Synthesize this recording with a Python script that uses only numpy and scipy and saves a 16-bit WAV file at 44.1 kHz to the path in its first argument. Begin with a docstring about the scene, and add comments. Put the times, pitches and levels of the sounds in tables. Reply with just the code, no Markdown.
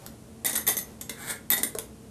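"""A small plastic bottle of pills, heard close by, is picked up, tipped about and set down on a table.
The pills tumble in clumps of clicks; the wall rings high in dying modes and the hollow rings lower.
Once they slide along the wall, made of gritty noise; at the end the base knocks on a mat on the table.
Dry taps and a brushing arm come from the handling. The quiet room adds shifting echoes of all of these,
shaped noise and a faint, wavering hum."""
import sys
import numpy as np
from scipy import signal
from scipy.fft import rfft, irfft
from scipy.io import wavfile

SR = 44100
rng = np.random.default_rng(int(sys.argv[2]) if len(sys.argv) > 2 else 0)


def file_out(sig):
    """Save sig as 16-bit WAV at sys.argv[1]."""
    # one column per channel
    cols = np.atleast_2d(sig).T
    # limit, then scale
    lim = np.clip(cols, -1, 1)
    pcm = np.round(lim * 32767).astype(np.int16)
    wavfile.write(sys.argv[1], SR, pcm)


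N = 92918

RING_S, STRIKE_S = .1, .005  # length computed for each blow; duration that sets its reference energy
CONTACT_RISE_S = 0.0005
MODE_SCATTER_DB, DETUNE = 3, 0.011  # spread of each mode's level and, as a share, of its pitch
PLACE_DB, PLACE_HZ = 4, 570  # colour of a place of contact: depth of a pill's peaks, width of all peaks
CLICK_S, CLICK_SCATTER_DB = 0.0011, 1.5  # one pill: decay of its click, spread of strength
FIRST_DB = -3  # the first pill of a clump only grazes
LIGHT_HZ = 935  # bass limit of a clump whose decay is CLICK_S; a longer, heavier one reaches lower
SPOT_DB, SPOT_WIDTH_HZ = 13, 420  # the struck spot favours the wall modes near its pitch
GRAIN_DB, CATCH_DB, CATCH_HZ = 4, 2, 200  # friction: unevenness of its grit, depth and rate of clumps
BRIGHTEN, BRIGHT_HZ = 0.68, 2974  # extra power of the level for treble above BRIGHT_HZ
KNOCK_RISE_S = 0.0015  # the mat cushions the base
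TAP_DECAY_S, TAP_RISE_S = 0.0011, 0.0032
HUM_WAVER, HUM_WAVER_HZ = 0.3, 20.6
AIR_DB = -49
ROOM_DB, ROOM_GAP_S = -3, 0.0048  # diffuse tail: level, time it takes to build up
EARLY_DB, EARLY_S = -9, 0.014  # first reflections: total level, latest arrival
MOVE_S = .05  # the echoes change this often as the bottle moves
KNOCK_ROOM_DB, TAP_ROOM_DB = -3.5, -1  # sent to the room, relative to the direct sound
EDGE_HZ = 13850


def amp(db):
    """Decibels to gain."""
    return 10 ** (np.asarray(db) / 20)


def evened(x):
    """Scales to rms 1."""
    return x / np.sqrt(np.mean(x ** 2) + 1e-20)


def blow(x):
    """Scales to the energy of a sound of rms 1 that lasts STRIKE_S."""
    return x * np.sqrt(STRIKE_S * SR / (np.sum(x ** 2) + 1e-20))


def read(points, hz):
    """Reads a table on a log-frequency axis."""
    f, value = np.transpose(points)
    return np.interp(np.log(hz + 1), np.log(f + 1), value)


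def add(mix, s, sound):
    """Mixes a sound in at s seconds."""
    part = mix[max(round(s * SR), 0):][:len(sound)]
    part += sound[:len(part)]


def colour(x, points, size=4096):
    """Causal (minimum-phase) filter of unit energy with the given spectrum."""
    log_gain = np.log(amp(read(points, abs(np.fft.fftfreq(size, 1 / SR)))))
    min_phase = np.exp(np.conj(signal.hilbert(log_gain)))
    response = np.fft.ifft(min_phase).real[:size // 2]
    return signal.fftconvolve(x, response / np.linalg.norm(response))[:len(x)]


def wander(count, rate):
    """Smooth random values of rms 1; rate in cycles per step."""
    smooth = np.exp(-(np.fft.rfftfreq(count) / rate) ** 2)
    return evened(irfft(rfft(rng.standard_normal(count)) * smooth, count))


def grit(count, grain_db):
    """Tiny contacts of very uneven size."""
    contacts, size = rng.standard_normal((2, count))
    return contacts * amp(grain_db * np.clip(size, -2, 2))


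def click(t, decay, rise, place_db):
    """One hard contact: a noise burst with a colour of its own."""
    spectrum = rfft(rng.standard_normal(len(t)))
    peaks = wander(len(spectrum), SR / len(t) / PLACE_HZ / 2)
    noise = irfft(spectrum * amp(place_db * peaks), len(t))
    return blow(noise * np.exp(-t / decay) * (1 - np.exp(-t / rise)))


def ring(modes, t, rise):
    """Dying modes, a little different at each place of contact."""
    total = 0
    for hz, db, t60 in modes:
        decay = amp(db + MODE_SCATTER_DB * rng.standard_normal() - 60 * t / t60)
        mode_hz = hz * (1 + DETUNE * rng.standard_normal())
        total = total + decay * np.sin(2 * np.pi * (mode_hz * t + rng.random()))
    return blow(total * (1 - np.exp(-t / rise)))


def scrape(curve, spectrum):
    """Friction: grit that catches in clumps and brightens as it gets louder."""
    s, db = np.transpose(curve)
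    level = amp(np.interp(np.arange(N) / SR, s, db, left=-np.inf, right=-np.inf))
    clumps = amp(CATCH_DB * wander(N, CATCH_HZ / SR))
    sound = colour(level * evened(clumps * grit(N, GRAIN_DB)), spectrum)
    low = signal.filtfilt(*signal.butter(2, BRIGHT_HZ, fs=SR), sound)
    return low + (sound - low) * (level / level.max()) ** BRIGHTEN


def background():
    """Steady room noise of a fixed spectrum, and an appliance hum whose lines waver in level and phase."""
    # Spectrum of the room noise. Each row: frequency in Hz, relative level in dB.
    air = [(25, -31), (62, 0), (95, -4), (200, -2.5), (560, -12), (850, -19), (1700, -27), (4500, -30),
           (9700, -27), (14000, -35.5)]
    # Lines of the hum. Each row: frequency in Hz, level in dB.
    hum = [(121, -58.5), (223, -53.5), (450, -61.5)]
    hz, t = np.fft.rfftfreq(N, 1 / SR), np.arange(N) / SR
    noise = irfft(rfft(rng.standard_normal(N)) * amp(read(air, hz)), N)
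    out = amp(AIR_DB) * evened(noise)
    for line_hz, db in hum:
        waver = HUM_WAVER * (wander(N, HUM_WAVER_HZ / SR) + 1j * wander(N, HUM_WAVER_HZ / SR))
        line = ((1 + waver) * np.exp(2j * np.pi * line_hz * t)).real
        out += amp(db) * evened(line)
    return out


def echoes(size=256, count=12):
    """A few reflections from the table and things on it, with a short diffuse tail of decaying noise."""
    # How long the room rings on. Each row: frequency in Hz, time to fall by 60 dB in seconds.
    room_t60 = [(300, 0.39), (2000, 0.3), (12000, 0.2)]
    hz, t, z = signal.stft(rng.standard_normal(SR // 2), SR, nperseg=size)
    fading = z * amp(-60 * t / read(room_t60, hz)[:, None])
    tail = signal.istft(fading, SR, nperseg=size)[1]
    tail *= np.minimum(np.arange(len(tail)) / SR / ROOM_GAP_S, 1) ** 2
    echo = amp(ROOM_DB) * tail / np.linalg.norm(tail)
    at = (EARLY_S * SR * rng.uniform(1 / 10, 1, count)).astype(int)
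    echo[at] += amp(EARLY_DB) * rng.choice([-1, 1], count) / np.sqrt(count)
    return echo


def room(x, count=5):
    """The moving bottle passes from one pattern of echoes to the next, in a repeating cycle."""
    place = np.arange(N) / SR / MOVE_S
    out = np.zeros(N)
    for k in range(count):
        # each pattern swells and fades over two moves, so neighbours cross-fade
        share = np.sin(np.pi / 2 * np.minimum((place - k) % count, 2))
        out += signal.fftconvolve(x * share, echoes())[:N]
    return out


def rustle():
    """An arm and hand brush along: soft friction noise."""
    # Strength of the brushing. Each row: time in seconds, level in dB before the treble is turned down.
    brushing = [(0, -52), (.1, -56), (.25, -92), (.92, -51.5), (1.1, -97)]
    # Spectrum of the brushing. Each row: frequency in Hz, relative level in dB.
    brush_colour = [(150, 0), (600, 3), (2000, -12), (12000, -15)]
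    return scrape(brushing, brush_colour)


def taps():
    """Fingers and table tap the outside of the bottle: short dry clicks with no modes."""
    # The taps. Each row: start in seconds, level in dB ahead of the colouring.
    contacts = [(0.0633, -34.5), (1.7504, -35), (1.786, -24.5)]
    # Spectrum of the taps. Each row: frequency in Hz, relative level in dB.
    tap_colour = [(300, 4.5), (1500, 4), (2600, -5), (3600, -1.5), (10000, 6), (13500, 3)]
    t, out = np.arange(0, RING_S, 1 / SR), np.zeros(N)
    for s, db in contacts:
        add(out, s, amp(db) * click(t, TAP_DECAY_S, TAP_RISE_S, place_db=2.5))
    return colour(out, tap_colour)


def knocks():
    """The base lands on the mat and rocks; each dull knock has its own pitch, higher ones dying sooner."""
    # The base meets the table. Each row: start in seconds, level in dB, pitch as a share of the modes.
    landings = [(1.75, -27, 0.95), (1.772, -41.5, 1.28), (1.787, -46, 0.97)]
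    # Modes of the table at pitch 1. Each row: frequency in Hz, relative level in dB,
    # time to fall by 60 dB in seconds.
    table_modes = [(463, 1.5, 0.053), (670, -11, 0.035), (1164, -16.5, 0.036)]
    t, out = np.arange(0, RING_S, 1 / SR), np.zeros(N)
    for s, db, pitch in landings:
        add(out, s, amp(db) * ring(table_modes, pitch * t, KNOCK_RISE_S))
    return out


def sliding():
    """Pills slide along the wall: friction noise that swells and fades."""
    # Strength of the slide. Each row: time in seconds, level in dB before the treble is turned down.
    slide = [(1.10, -63), (1.19, -37), (1.25, -35.5), (1.275, -33), (1.308, -25.5), (1.345, -48.5),
             (1.40, -77)]
    # Spectrum of the slide. Each row: frequency in Hz, relative level in dB.
    slide_colour = [(300, -5.5), (1200, -5), (1650, 6), (1900, -2.5), (2200, 4), (2550, -18), (3650, 0),
                    (5500, -10.5), (8400, 4.5), (10800, -4), (14000, -0.5)]
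    return scrape(slide, slide_colour)


def clump(t, decay, count=10):
    """Pills land one after another, on the whole ever weaker; each clicks and sounds the hollow."""
    # Modes of the hollow. Each row: frequency in Hz, relative level in dB,
    # time to fall by 60 dB in seconds.
    hollow_modes = [(1825, 1, 0.015), (1970, 0.83, 0.041), (2101, -1.6, 0.024), (3630, 0.28, 0.024)]
    clicks, hollow = np.zeros((2, len(t)))
    for k in range(count):
        late = 2 * max(k + rng.random() - .5, 0) / count * (k > 0)  # in decay times
        scatter_db = FIRST_DB * (k == 0) + CLICK_SCATTER_DB * rng.standard_normal()
        strength = np.exp(-late) * amp(scatter_db)
        pill = click(t[:len(t) // 10], CLICK_S, CONTACT_RISE_S, PLACE_DB)
        add(clicks, late * decay, strength * pill)
        add(hollow, late * decay, strength * ring(hollow_modes, t[:len(t) // 2], CONTACT_RISE_S))
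    return blow(clicks), blow(hollow)


def pills():
    """Each clump clatters, sounds the hollow and rings the wall in the modes of the spot it hits."""
    # Clumps striking the bottle. Each row: start in seconds, clatter in dB ahead of filtering,
    # wall ring in dB, hollow ring in dB, clatter decay in seconds, pitch the struck spot favours in Hz.
    strikes = [ (0.4471, -21, -34, -35, .0015, 9100), (0.4548, -27, -27, -28.5, .002, 11900),
               (0.4617, -20, -26, -43, 0.0043, 11800), (.4654, -22.5, -29, -41, 0.0028, 6400),
               (.476, -23.5, -48, -36.5, 0.013, 6400), (.494, -23.5, -42, -38, 0.015, 11800),
               (.530, -23, -34, -37.5, .018, 6400), (.553, -23.5, -34, -50, .002, 11800),
               (0.5559, -23.5, -24.5, -34.5, 0.0045, 11800), (0.561, -22, -25, -44, .0027, 11100),
               (.5759, -25.5, -25.5, -42, .007, 11700), (.667, -23.5, -26, -30.5, .009, 6400),
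               (0.6761, -19.5, -17.5, -29, .003, 11800), (0.6851, -15.5, -21.5, -35.5, 0.0052, 11800),
               (.697, -32, -26, -33.5, 0.0076, 6400), (.707, -26, -31, -47, 0.0024, 10100),
               (.718, -30, -34, -45, .0045, 10100), (0.7678, -24, -28, -38, 0.0021, 6300),
               (.775, -31, -25, -49, 0.0027, 11800), (0.7861, -25.5, -28, -42.5, .006, 11240),
               (1.011, -29, -35, -50, 0.0045, 7700), (1.094, -22.5, -58, -37, 0.0039, 7700),
               (1.5023, -18, -17, -33, 0.0011, 12060), (1.512, -22, -29, -35, 0.007, 12000),
               (1.519, -20, -23.5, -26, .011, 7660), (1.533, -20, -21, -29.5, 0.0066, 11900),
               (1.567, -29, -43, -33, .009, 9100), (1.5777, -21, -36, -39.5, 0.0096, 9100),
               (1.6322, -18, -21, -32.5, 0.0027, 9300)]
    # Spectrum of the clatter. Each row: frequency in Hz, relative level in dB.
    clatter_colour = [(100, -1.5), (250, 4.5), (750, -4), (1300, -5), (2100, -12.5), (2500, -12),
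                      (3050, -11), (3600, -5), (5000, -9), (6500, -2.5), (9500, 3), (12600, -10),
                      (14500, 3)]
    # Modes of the wall. Each row: frequency in Hz, relative level in dB ahead of the spot's boost,
    # time to fall by 60 dB in seconds.
    wall_modes = [(6407, -9.5, 0.036), (7720, -7, .028), (9180, -7.5, 0.037), (10160, -6, 0.029),
                  (12040, 0, 0.027), (11800, 1.5, 0.033)]
    t, clatter, rings = np.arange(0, RING_S, 1 / SR), np.zeros(N), np.zeros(N)
    for s, clatter_db, wall_db, hollow_db, decay, spot_hz in strikes:
        clicks, hollow = clump(t, decay)
        bass_cut = signal.butter(1, min(LIGHT_HZ * CLICK_S / decay, SR / 10), "high", fs=SR)
        struck = []
        for hz, db, t60 in wall_modes:
            nearness = np.exp(-((hz - spot_hz) / SPOT_WIDTH_HZ) ** 2)
            struck.append((hz, db + SPOT_DB * nearness, t60))
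        wall = ring(struck, t, CONTACT_RISE_S)
        add(clatter, s, amp(clatter_db) * signal.lfilter(*bass_cut, clicks))
        add(rings, s, amp(wall_db) * wall + amp(hollow_db) * hollow)
    return colour(clatter, clatter_colour) + rings


def scene():
    """The bottle, the handling and the table, direct and echoed, over the background of the room."""
    bottle = pills() + sliding() + rustle()
    table, clicks = knocks(), taps()
    echo = room(bottle + amp(KNOCK_ROOM_DB) * table + amp(TAP_ROOM_DB) * clicks)
    return (bottle + table + clicks + echo + background())[None]


def record(dry):
    """The recorder's band limit: a steep low-pass at EDGE_HZ."""
    low_pass = signal.firwin(255, EDGE_HZ, window=("kaiser", 8), fs=SR)
    return signal.oaconvolve(dry, low_pass[None], "same")


dry = scene()
out = record(dry)
file_out(out)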